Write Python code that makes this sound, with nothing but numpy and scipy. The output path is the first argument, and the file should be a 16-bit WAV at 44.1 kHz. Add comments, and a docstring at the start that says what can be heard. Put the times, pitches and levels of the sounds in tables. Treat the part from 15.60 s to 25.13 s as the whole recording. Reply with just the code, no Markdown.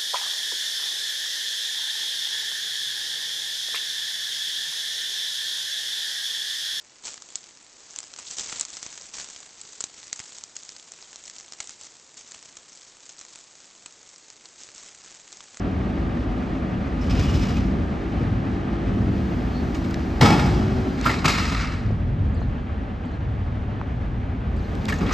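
"""A diesel garbage truck in a car park works its engine to lift a steel bin over its roof; rollers jerk in the rails.
Oil hisses through a valve, the load shifts, the bin bangs on the hopper, lids slam and rubbish slides out.
The engine speeds up, then drops to idle; a small bird calls; at the end the engine rises and steel clanks again.
Engine: filtered noise and tones locked to its firing. Steel: noise bursts and decaying modes. Rubbish: grains and
struck modes. Squeals and bird: gliding sines. Taps close by and sharp clicks in the closing steel clatter: resonated
noise bursts."""
import sys
import numpy as np
from scipy import signal
from scipy.fft import rfft, irfft, next_fast_len
from scipy.io import wavfile
from scipy.ndimage import uniform_filter1d

SR = 44100
rng = np.random.default_rng(int(sys.argv[2]) if len(sys.argv) > 2 else 0)


def waveform_to_disk(signal):
    """Save audio, clipped to [-1, 1], as 16-bit WAV at the path in sys.argv[1]."""
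    frames = np.transpose(np.atleast_2d(signal))
    scaled = np.clip(frames, -1, 1) * 32767
    samples = np.round(scaled).astype(np.int16)
    wavfile.write(sys.argv[1], SR, samples)


N = 420273
T = np.arange(N) / SR

# relative spectrum of sliding rubbish [frequency_hz, density_db_per_hz]
RUBBISH_SPECTRUM = [(200, -10), (600, 1), (1300, 13), (1550, 6.5), (2250, 12.5), (3000, -1), (4900, 2),
                    (6500, -11.5), (8500, -28), (12000, -41), (16000, -52)]
# modes of the hopper and the lids that fall on it [frequency_hz, relative_level_db, t60_s]
HOPPER_MODES = [(915, -12, .2), (1130, -9, .2), (1215, -5, .2), (1272, -4, .22), (1368, -7, .25),
                (1660, -12, .2), (1830, -10, .2), (2120, -8, .2), (2257, -7, .3), (2490, -10, .2),
                (2650, -11, .2), (3610, -15, .25), (3820, -16, .25), (3985, -14, .25), (4720, -13, .25),
                (4935, -14, .25), (5490, -19, .2), (6210, -22, .2), (6510, -19, .2)]


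def amp(db):
    """Logarithmic level: decibels to an amplitude ratio."""
    return 10 ** (np.asarray(db) / 20)


def unit(x):
    """Power normalisation: scale to rms 1."""
    return x / np.sqrt(np.mean(x ** 2) + 1e-18)


def colour(x, points):
    """Minimum-phase filtering through (Hz, dB) points, falling 20 dB per octave beyond the last."""
    size = 8192
    hz, db = np.transpose(points)
    octave = np.log2(np.arange(size // 2 + 1) * SR / size + 1)
    gain_db = np.interp(octave, np.log2(hz), db) - 20 * np.maximum(octave - np.log2(hz[-1]), 0)
    # folding the cepstrum onto positive times makes the response causal
    cepstrum = irfft(np.log(amp(gain_db)))
    cepstrum[1:size // 2] *= 2
    cepstrum[size // 2 + 1:] = 0
    response = irfft(np.exp(rfft(cepstrum)))
    return signal.oaconvolve(x, response)[:len(x)]


def resonance(x, hz, q):
    """Simple resonance: a band-pass with gain 1 at its centre."""
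    return signal.lfilter(*signal.iirpeak(min(hz, SR / 3), max(q, .5), fs=SR), x)


def treble(x, db, corner_hz=3500):
    """First-order shelving: lift or lower what lies above the corner."""
    high = signal.lfilter(*signal.butter(1, corner_hz, "high", fs=SR), x)
    return x + (amp(db) - 1) * high


def noise(count=N):
    """White noise: equal mean power at every frequency."""
    return rng.standard_normal(count)


def walk(rate):
    """Band-limited chance: smoothed random steps, rate per second, with a spread near 1."""
    k = max(int(SR / rate), 1)
    return 1.16 * uniform_filter1d(noise()[np.arange(N) // k], k)


def swell(s, length, rise_s, fall_s):
    """Exponential envelope: builds up from s, holds for its length and dies away."""
    age = np.maximum(T - s, 0)
    fall = np.minimum(np.maximum(age - length, 0) / fall_s, 20)
    return (1 - np.exp(-age / rise_s)) * np.exp(-fall)


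def spread(mid, side, width):
    """Mid-side stereo: direct sound plus coloured, unrelated reflections of opposite sign at the two ears."""
    return mid + colour(side, width) * np.array([[1], [-1]])


def engine():
    """Periodic excitation: firings drive exhaust and block, pump tones keep in step, and level follows speed."""
    # speed of the six-cylinder diesel [time_s, firing_hz]
    speed = [(0, 54.8), (1.3, 54.7), (2.2, 55.8), (3.3, 56.8), (4.2, 55.5), (4.7, 55.5), (5.15, 63.5),
             (5.45, 62), (5.8, 48), (6.2, 35.3), (8.8, 35.0), (9.1, 37), (9.53, 47)]
    # engine and pump tones [multiple_of_firing_rate, relative_level_db]
    orders = [(1, -2), (2, -10), (3.435, -6), (4.5, -15), (5.17, -12.5), (6, -5.5), (7, -14.5),
              (10.2, -22.5), (10.5, -24.5), (12, -20.5), (13.55, -22), (21.4, -25), (22.5, -25.5)]
    # relative spectra of exhaust drone, body rumble, combustion clatter, oil [frequency_hz, density_db_per_hz]
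    drone_spectrum = [(90, -11.5), (140, -1), (190, -2), (215, -2), (250, 1.5), (300, -5.5), (370, -12),
                      (450, -14), (560, -26), (900, -65.5)]
    rumble_spectrum = [(20, -48), (35, 0.5), (52, 11.5), (70, 12), (110, 4.5), (140, -11.5), (200, -4.5),
                       (400, -65.5)]
    clatter_spectrum = [(250, -9), (430, -1), (510, -3), (580, 1.5), (650, -1.5), (750, 0), (980, -7.5),
                        (1250, -6.5), (1430, -10), (1650, -8.5), (1900, -10), (3200, -18), (5000, -33.5),
                        (8000, -46), (11000, -69)]
    oil_spectrum = [(1000, -3.5), (2500, -1.5), (4000, 0.5), (6000, -5.5), (8000, -15), (12000, -24.5),
                    (16000, -37.5)]
    # spread of the engine between the ears [frequency_hz, side_minus_mid_db]
    engine_width = [(60, -21.5), (200, -17.5), (380, -8.5), (700, -3.5), (1000, -1.5), (1500, 2),
                    (2000, -9), (3000, -17.5), (4600, -20), (8000, -16), (13000, -17)]

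    hz = np.interp(T, *np.transpose(speed))
    octaves = np.log2(hz / 55.5)  # from working speed
    slope_hz_s = np.gradient(hz) * SR
    # extra fuel while speeding up; tones die away off the throttle
    pull_db = 0.0872 * uniform_filter1d(np.maximum(slope_hz_s, 0), SR // 5)
    overrun_db = .2 * uniform_filter1d(np.minimum(slope_hz_s, 0), SR // 5)
    exhaust_db = 10.5 * octaves + pull_db
    clatter_db = -37.5 + 6 * octaves + pull_db
    hiss_db = -55 + 14 * octaves
    hum_db = -40.5 - 1.5 * octaves
    rocking, buzzing = shudders()
    # exhaust drone added by a shudder under load
    strain = rocking * amp(-3 + 10.5 * octaves)

    turns = np.cumsum(hz * (1 + 0.0028 * walk(9))) / SR  # counted in firings
    firing, phase = turns.astype(int), turns % 1
    # six unequal cylinders, with a random part at each firing
    cylinder_db = np.array([0.079, 0.29, 0.63, 0.52, 0.23, -0.47])
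    strength = amp(cylinder_db[firing % 6] + 0.73 * noise()[firing])
    pulses = unit(np.diff(firing, prepend=0) * strength)
    knock = unit(strength * (np.exp(-phase) + 7.7))  # mostly steady, with a decay after each firing
    tones = sum(amp(db + 3 * walk(5)) * np.sqrt(2) * np.sin(2 * np.pi * k * turns + .6 * walk(9))
                for k, db in orders)
    # the pump's whine swells with a shudder
    whine = amp(-7.5) * strain * np.sqrt(2) * np.sin(2 * np.pi * 3.435 * turns + walk(7.8))

    def roar(thump):
        """Source and filter: drone, rumble, panel hum, clatter and oil hiss along one path."""
        drone_level = np.hypot(amp(exhaust_db - 27.5), strain)
        drone = drone_level * unit(colour(knock * noise() + thump, drone_spectrum))
        rumble_level = np.hypot(amp(-29), rocking)
        rumble = rumble_level * unit(colour(knock * noise() + thump, rumble_spectrum))
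        panels = resonance(resonance(noise(), 103.5, 2.1), 103.5, 2.1)
        hum = np.hypot(amp(hum_db), buzzing) * unit(panels)
        clatter = amp(clatter_db) * unit(colour(knock * noise(), clatter_spectrum))
        hiss = amp(hiss_db + 0.85 * walk(30)) * unit(colour(noise(), oil_spectrum))
        return drone + rumble + hum + clatter + hiss + valve()

    direct = roar(0.19 * pulses) + amp(exhaust_db - 32 + overrun_db) * tones + whine
    return spread(direct, roar(0), engine_width)


def shudders():
    """Transient vibration on springs: strength of the extra rumble and panel hum while the body rocks."""
    # rocking of the body [start_s, length_s, rumble_db, panel_hum_db]
    rocks = [(0, 0.15, -28.5, -46), (1.43, 0.34, -23, -25), (1.89, 0.3, -24.5, -46),
             (2.523, 0.26, -37.5, -24.5), (3.237, 0.32, -26, -27), (4.098, 0.13, -28, -51),
             (4.61, 0.54, -47, -25), (5.603, 0.59, -29.5, -34), (6.194, 0.68, -26.5, -24.5),
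             (7.53, 1.15, -37, -29), (8.847, 0.77, -30, -56)]
    shapes = np.array([swell(s, length, rise_s=.045, fall_s=.11) for s, length, _, _ in rocks])
    return amp(np.transpose(rocks)[2:]) @ shapes


def valve():
    """Turbulent flow noise: a thin hiss of oil throttled through the tipping valve."""
    # flow through the valve [start_s, length_s, level_db]
    strokes = [(3.196, .45, -57.5), (3.625, 1.8, -54.5), (8.895, .7, -54.5)]
    # relative spectrum of the hiss [frequency_hz, density_db_per_hz]
    hiss_spectrum = [(2000, -6.5), (4200, 2.5), (6000, -2), (8000, -12), (12000, -15.5), (16000, -18)]
    flow = sum(amp(db) * swell(s, length, rise_s=.17, fall_s=.12) for s, length, db in strokes)
    return flow * unit(colour(noise(), hiss_spectrum))


def clanks():
    """Superposition: the blows, rubbish, scrapes and squeals of the lift, the bin and the hopper."""
    # modes of the steel bin [frequency_hz, relative_level_db, t60_s]
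    bin_modes = [(140, 2, .55), (291, -7, .6), (430, -12, .6), (592, -16, .9), (745, -7, .7), (825, -1, .7),
                 (848, -6, .5), (1061, -14, .8), (1129, -9, .7), (1282, -6, .6), (1366, -6, .6),
                 (1645, -14, .9), (2211, -6, .8), (2255, -11, .9), (2570, -10, .7), (2665, -17, .6),
                 (3157, -16, .7), (3295, -10, .6), (3996, -20, .8), (4335, -20, .9), (4723, -17, .7),
                 (4930, -15, .6), (5035, -12, .4), (5104, -14, .5), (5215, -12, .5), (6110, -20, .4)]
    bin_blows = blows(bangs(), bin_modes, detune=.008, ring_db=-15, chatter_db=2.8, panel_tail_db=-11)
    hopper_blows = blows(slams(), HOPPER_MODES, detune=.015, ring_db=-9, chatter_db=3.2, panel_tail_db=-8)
    return bin_blows + hopper_blows + rubbish() + rails() + squeals()


def bangs():
    """Nonlinear impact: heavier bangs of the bin are brighter; columns as blows() takes them."""
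    # the whole bin against the lift and the hopper [start_s, level_db, boom_db, panel_hz, fade_s]
    bin_hits = [(2.59, -61, 33, 800, .047), (4.609, -19.5, 3, 820, 0.021), (4.619, -27, 15.5, 1240, 0.024),
                (4.646, -21.5, 0, 816, .024), (4.662, -37, 7, 1320, 0.016), (4.698, -29, 9, 2230, 0.023),
                (4.737, -34, 16.5, 740, 0.032), (4.795, -34, 8, 915, 0.009), (5.088, -74, 4, 1300, .047),
                (9.407, -39, 15.5, 1210, 0.025)]
    panel_db, tail_db = -0.5, -1
    # treble rises 2 dB per dB of strength
    return [(s, db, boom_db, 0.5 + 2 * (db + 20.5), hz, panel_db, fade_s, tail_db)
            for s, db, boom_db, hz, fade_s in bin_hits]


def slams():
    """Short impacts of lids, latches and heavy pieces on the hopper; columns as blows() takes them."""
    # slams [start_s, level_db, treble_db, panel_hz, panel_db, fade_s]
    hopper_hits = [(4.144, -41.5, 14, 2200, 1, 0.014), (4.242, -39.5, 8, 2250, 1, .008),
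                   (4.3, -48, -4, 1390, 11.5, .02), (4.65, -22, -3, 1310, 2, 0.013),
                   (4.792, -23.5, 0, 1320, -1, 0.011), (4.859, -32, 3, 1340, 2, .012),
                   (4.941, -41, 9, 4400, 5, 0.0059), (5.453, -25, 0, 1010, 4, .01),
                   (5.46, -21, -10, 1335, 9, 0.012), (5.478, -30, -5, 1050, 3, .007),
                   (5.493, -22, -4, 1980, 1, 0.013), (5.511, -27, 7, 1900, 2, .005),
                   (5.642, -23.5, -4, 1230, 4, 0.026), (5.647, -24, 8, 2600, 3, 0.0037),
                   (5.654, -19, 12.5, 2340, 2.5, 0.0065), (5.678, -26, 15, 2100, -1, 0.025),
                   (5.697, -26, 9, 2230, 0, .012), (5.733, -27, 5, 2230, 5, 0.0069),
                   (5.748, -22.5, 3, 1270, 2.5, 0.0061), (5.777, -26.5, 5, 2190, 0, 0.012),
                   (5.798, -27, 3, 1350, 3, .006), (5.876, -28.5, 6, 2450, -2, 0.0053),
                   (5.916, -28, 2, 2140, -8, .012), (5.947, -31, -2, 1330, 6, 0.0045),
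                   (6.123, -43, -2, 1350, 5, .007), (9.282, -30.5, 8, 2490, 1, .006),
                   (9.287, -32, 12, 1880, 11, 0.0053), (9.296, -28.5, 8, 2250, 6.5, .005),
                   (9.299, -33, -5, 1190, 9, .006), (9.322, -32, -6, 1800, 12.5, 0.0054),
                   (9.324, -40, -5, 2800, 9, 0.0049), (9.339, -43, 12, 6500, 1, .007),
                   (9.408, -30, -8, 1250, -1, .006), (9.427, -36, -8, 1150, 6, .009),
                   (9.463, -39, 1, 3320, 6, .006), (9.488, -34, -1, 2300, 2, .006),
                   (9.509, -29.5, -5, 1200, 9, 0.0046), (9.523, -35, 10, 5950, 4, .015)]
    boom_db, tail_db = 7, -19
    return [(s, db, boom_db, treble_db, hz, panel_db, fade_s, tail_db)
            for s, db, treble_db, hz, panel_db, fade_s in hopper_hits]


def blows(hits, body, detune, ring_db, chatter_db, panel_tail_db):
    """Impact excitation: steel chatters, the struck panel clanks, the hollow booms and the modes ring on."""
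    # relative spectra of steel crash and hollow boom [frequency_hz, density_db_per_hz]
    steel_spectrum = [(150, -27.5), (350, -15), (560, 3), (820, 8.5), (1000, 4.5), (1300, -1.5),
                      (1500, -18.5), (1750, 2), (2300, -6), (3000, -4.5), (5200, -7), (7000, -19),
                      (12000, -27.5), (16000, -43.5)]
    boom_spectrum = [(30, -23.5), (60, 1), (100, 0), (145, 8), (200, 3), (290, -3), (450, -7), (900, -53)]
    # how a heavy crash drives the walls [frequency_hz, gain_db]
    crash_contact = [(140, -25), (500, -0.5), (820, 5), (1300, 3.5), (2300, 3.5), (5000, -1), (8000, 3)]

    out, count = np.zeros(N + 2 * SR), int(SR * 5 / 4)
    t = np.arange(count) / SR
    uneven = amp(chatter_db * walk(250)[:3 * count])
    crackle = unit(colour(noise(3 * count), steel_spectrum) * uneven)
    chatter = crackle + walls(colour(noise(len(crackle)), crash_contact), body)
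    hollow = colour(noise(len(crackle)), boom_spectrum)
    modes = ringing(body, t)
    tail, boom_tail = amp(-60 * t / 1.005), amp(-60 * t / .9)  # divisors are t60 in s
    rise, boom_rise = 1 - np.exp(-t / .0022), 1 - np.exp(-t / .0058)
    low_mode = np.array(body)[:, 0] < 700
    for s, db, boom_db, treble_db, panel_hz, panel_db, fade_s, tail_db in hits:
        span = slice(int(s * SR), int(s * SR) + count)
        start = rng.integers(len(chatter) - count)
        crash = treble(unit(chatter[start:start + count]), treble_db)
        panel = amp(panel_db) * unit(resonance(noise(count), panel_hz, 14))
        boom = amp(boom_db) * boom_rise * unit(hollow[start:start + count])
        # random mode phases stand for the point of contact; a boom under 3 dB stirs low modes less
        push_db = ring_db + low_mode * min(boom_db - 3, 0)
        push = amp(push_db) * np.exp(2j * np.pi * rng.random(len(body)))
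        contact = (crash + panel + boom) * np.exp(-t / fade_s)
        after = amp(tail_db) * ((crash + amp(panel_tail_db) * panel) * tail + boom * boom_tail)
        # loose panels flex and ring at a slightly different pitch each time
        ring = np.interp(t * (1 + detune * rng.standard_normal()), t, np.imag(push @ modes))
        out[span] += amp(db) * rise * (contact + after + ring)
    return out[:N]


def rubbish():
    """Granular excitation: bags, cans and scraps slide down ringing steel, one load after another."""
    # loads tumbling out [start_s, length_s, level_before_treble_trim_db, treble_db]
    pours = [(4.27, 0.43, -60, -15), (4.804, 1, -53, 15), (5.368, 0.18, -37.5, -4),
             (5.424, 0.094, -37.5, 18), (5.667, 0.22, -29.5, 5.5), (5.92, 0.1, -35, -1),
             (6.037, 0.15, -56, -17.5), (9.33, 0.03, -52, 8), (9.45, .1, -43, -20)]
    # how a light scrap drives the walls [frequency_hz, gain_db]
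    scrap_contact = [(140, -25.5), (800, -2), (1300, -6), (2300, 2), (5000, 2), (8000, 2)]
    grit = debris(rate=1000, spread_db=2.5, ring_s=0.0031, clink_share=0.25) * amp(1.1 * walk(60))
    ring = amp(-2.5) * walls(colour(grit, scrap_contact), HOPPER_MODES)
    scraps = unit(unit(colour(grit, RUBBISH_SPECTRUM)) + ring + rattle())
    out = np.zeros(N)
    for s, length, db, bright_db in pours:
        level = amp(db - 0.7 * bright_db)  # trims brighter loads
        out += level * swell(s, length, rise_s=.029, fall_s=.091) * treble(scraps, bright_db)
    return out


def rattle(rate=85, ring_s=.014, crack_s=0.003, crack_db=2, spread_db=3.5):
    """Modal excitation: cans and bottles strike at random; each stirs its own mix of damped modes."""
    t, out = T[:SR // 12], np.zeros(N + SR)
    modes = ringing(HOPPER_MODES, t) * np.exp(-t / ring_s)
    crack = amp(crack_db) * unit(colour(noise(len(t)), RUBBISH_SPECTRUM)) * np.exp(-t / crack_s)
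    for when, size, *mix in rng.random((int(rate * N / SR), 2 + len(HOPPER_MODES))):
        start = int(when * N)
        ring = (2 * np.array(mix) - 1) ** 3 @ modes.imag
        out[start:start + len(t)] += amp(-spread_db * np.log(size + .1)) * (crack + ring)
    return unit(out[:N])


def rails():
    """Stick-slip friction: stiff rollers move in uneven jerks, each a rasping scrape that rings the rails."""
    # slips of the rollers [start_s, level_db, treble_db]
    jerks = [(1.408, -43.5, 2), (1.455, -47, 0), (1.491, -33.5, -1.5), (1.545, -37, -3), (1.585, -33, 2),
             (1.625, -39, 2), (1.683, -35.5, 1), (1.735, -36, 6), (1.81, -36.5, 2), (1.882, -38.5, 3),
             (1.952, -39.5, 0)]
    # relative spectrum of the scrape [frequency_hz, density_db_per_hz]
    scrape_spectrum = [(500, 2), (1200, 5), (1550, 0), (2500, 2), (2900, -2), (3500, -1.5), (4200, -4.5),
                       (5200, -3), (6500, -9.5), (8500, -20), (12000, -28.5), (16000, -36)]
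    # modes of the rails [frequency_hz, relative_level_db, t60_s]
    rail_modes = [(1240, -2, .3), (1900, -6, .3), (2380, -1, .2), (2560, -2, .2), (2820, 0, .2),
                  (2960, -1, .2), (3930, -6, .3), (4090, -7, .3), (4550, -8, .3), (5060, -7, .2),
                  (5210, -7, .2), (5930, -11, .3)]
    scrape = debris(rate=480, spread_db=2.0, ring_s=0.0019, clink_share=0.3)
    ringing_scrape = unit(colour(scrape, scrape_spectrum)) + amp(-7) * walls(noise(), rail_modes)
    rasp = unit(amp(1.9 * walk(260)) * ringing_scrape)  # stutter
    power = np.array([(amp(db) * swell(s, .0097, rise_s=.0061, fall_s=.088)) ** 2 for s, db, _ in jerks])
    total = power.sum(axis=0)
    # where jerks overlap, the brightness is their mean weighted by power
    bright_db = np.array(jerks)[:, 2] @ power / (total + 1e-18)
    return np.sqrt(total) * treble(rasp, bright_db, corner_hz=5500)


def squeals(wobble=0.04):
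    """Frictional self-oscillation: brief rough whistles where a dry joint or roller binds."""
    # steel squealing on steel [start_s, length_s, start_hz, end_hz, level_db]
    whistles = [(1.407, 0.033, 5220, 5340, -46), (1.494, 0.039, 5100, 5240, -39),
                (1.81, 0.035, 5200, 5260, -41), (1.669, 0.046, 3050, 2800, -36),
                (1.955, .03, 2390, 2600, -39), (3.917, 0.11, 4370, 4330, -46),
                (5.492, 0.012, 1930, 2110, -27), (9.32, 0.021, 1906, 1590, -29),
                (9.384, .01, 6750, 6700, -42)]
    out, unsteady = np.zeros(N), 1 + wobble * walk(900)
    for s, length, start_hz, end_hz, db in whistles:
        u = np.linspace(0, 1, int(length * SR))
        span = slice(int(s * SR), int(s * SR) + len(u))
        hz = (start_hz + (end_hz - start_hz) * u) * unsteady[span]
        out[span] += amp(db) * np.sin(np.pi * u) * np.sin(2 * np.pi * np.cumsum(hz) / SR)
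    return out


def debris(rate, spread_db, ring_s, clink_share):
    """Shot noise: a bed of tiny impacts with short clinks in it, each clink at its own pitch."""
    sizes_db = spread_db * np.minimum(rng.exponential(size=N), 4)
    impacts = (rng.random(N) < 6000 / SR) * noise() * amp(sizes_db)
    t = T[:SR // 100]
    when, pitch, size = rng.random((int(rate * N / SR), 3)).T[:, :, None]
    level = amp(-spread_db * np.log(size + .05))
    rings = level * np.exp(-t / ring_s) * np.sin(2 * np.pi * (700 + 9000 * pitch) * t)
    places = (when * N).astype(int) + np.arange(len(t))
    clinks = np.bincount(places.ravel(), rings.ravel(), N)[:N]
    return unit(unit(impacts) + 1.8 * noise() + clink_share * unit(clinks))


def walls(x, body):
    """Forced resonance: a body's modes colour the sound; each comes and goes as the contact moves."""
    place = T[:len(x)] * 35  # level steps per second
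    steps = np.arange(int(place[-1]) + 2)
    out = np.zeros(len(x))
    for hz, db, t60 in body:
        wander_db = 4 * np.clip(noise(len(steps)), -1.5, 1.5)
        level = np.interp(place, steps, amp(db + wander_db))
        # a load damps the walls: bandwidth times the free t60 is 10
        out += level * resonance(x, hz, hz * t60 / 10)
    return unit(out)


def ringing(body, t):
    """Free vibration: one exponentially decaying complex tone for each mode of a body."""
    hz, db, t60 = np.transpose(body)[:, :, None]
    return amp(db - 60 * t / t60) * np.exp(2j * np.pi * hz * t)


def ticks(fade_s=0.00046, q=0.82):
    """Damped impulse response: tiny dry clicks, from taps close by and within the closing steel clatter."""
    # taps close by, then sharp clicks of the closing steel clatter [start_s, peak_db, frequency_hz]
    clicks = [(4.309, -30, 4500), (4.314, -34, 4000), (4.343, -24, 4500), (4.3435, -22, 1880),
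              (5.413, -23, 4800), (5.455, -27, 10000), (5.488, -29, 10500), (6.306, -20, 346),
              (6.817, -24.5, 850), (8.2138, -19, 990), (8.2151, -25, 318), (9.153, -33, 4500),
              (9.221, -31, 3000), (9.254, -28, 6950), (9.2565, -22, 2900), (9.267, -33, 4500),
              (9.289, -32, 7500), (9.297, -27, 6500), (9.31, -31, 5500)]
    out, t = np.zeros(N), np.arange(SR // 50) / SR
    for s, db, hz in clicks:
        tick = resonance(resonance(noise(len(t)) * np.exp(-t / fade_s), hz, q), hz, q)
        tick = signal.lfilter(*signal.butter(2, min(2 * hz, SR / 3), fs=SR), tick)
        out[int(s * SR):int(s * SR) + len(t)] += amp(db) * tick / np.abs(tick).max()
    return out


def bird(echo_db=-37, echo_s=0.073):
    """Frequency modulation: quick upward flicks and arched whistles, blurred by diffuse echoes from leaves."""
    # calls [start_s, level_db]
    calls = [(6.741, -55), (7.452, -60), (8.962, -56)]
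    # notes of one call [after_call_start_s, length_s, start_hz, middle_hz, end_hz, relative_level_db]
    notes = [(0, .01, 6200, 7300, 9200, -1), (0, .028, 3500, 4750, 4800, -1),
             (.022, .031, 4900, 4250, 3650, 1), (.059, .014, 5600, 6400, 7600, -4),
             (.066, .042, 3500, 4250, 3000, 1.5)]
    out = np.zeros(N)
    for s, db in calls:
        for after, length, *pitch, note_db in notes:
            u = np.linspace(0, 1, int(length * SR))
            hz = np.polyval(np.polyfit([0, .5, 1], pitch, 2), u)
            start = int((s + after) * SR)
            whistle = np.sin(np.pi * u) * np.sin(2 * np.pi * np.cumsum(hz) / SR)
            out[start:start + len(u)] += amp(db + note_db) * whistle
    t = T[:SR // 4]
    echoes = signal.oaconvolve(out, noise(len(t)) * np.exp(-t / echo_s))[:N]
    return out + amp(echo_db) * echoes


def scene():
    """Direct and reflected sound: the truck is ahead; ground, fence and trees reflect differently to each side."""
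    # spread of the clanks between the ears [frequency_hz, side_minus_mid_db]
    clank_width = [(60, -23), (200, -23), (500, -10), (1000, -7), (1300, -9), (1550, 3), (2200, -15.5),
                   (3200, -16), (4600, -19.5), (8500, -16.5), (13000, -22.5)]
    steel = spread(clanks(), clanks(), clank_width)
    balance = amp([[.15], [-.15]])
    return (engine() + steel + ticks() + bird()) * balance


def record(dry):
    """Transducer response: two ports colour and dephase the sound; peaks are rounded and the top is cut."""
    # response of the phone's microphone port [frequency_hz, gain_db]
    port_response = [(20, -12), (30, -3.5), (45, -0.5), (8000, 0), (9500, -3), (10500, -5), (11500, 0.5),
                     (14000, -1), (15500, -3.5)]
    # lead of the left port over the right [frequency_hz, phase_rad]
    port_phase = [(1200, 0), (2000, .3), (2900, .55), (3700, .3), (4400, 0), (5100, -.1), (5750, -.9),
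                  (6500, -.15), (7400, -.15), (8400, -1.1), (9300, -2), (10100, -3.14), (11000, -4.7),
                  (12200, -5.9), (13400, -6.4), (15000, -7.9)]
    size = next_fast_len(N + SR // 10, True)
    lead = np.interp(np.fft.rfftfreq(size, 1 / SR), *np.transpose(port_phase))
    turn = np.exp(.5j * lead * np.array([[1], [-1]]))
    ports = irfft(rfft(dry, size) * turn, size)[:, :N]
    heard = np.array([colour(channel, port_response) for channel in ports])
    rounded = heard / (1 + (heard / .92) ** 6) ** (1 / 6)
    top_cut = signal.ellip(8, .2, 70, 15200, fs=SR, output="sos")  # edge in Hz
    return signal.sosfilt(top_cut, rounded)


dry = scene()
out = record(dry)
waveform_to_disk(out)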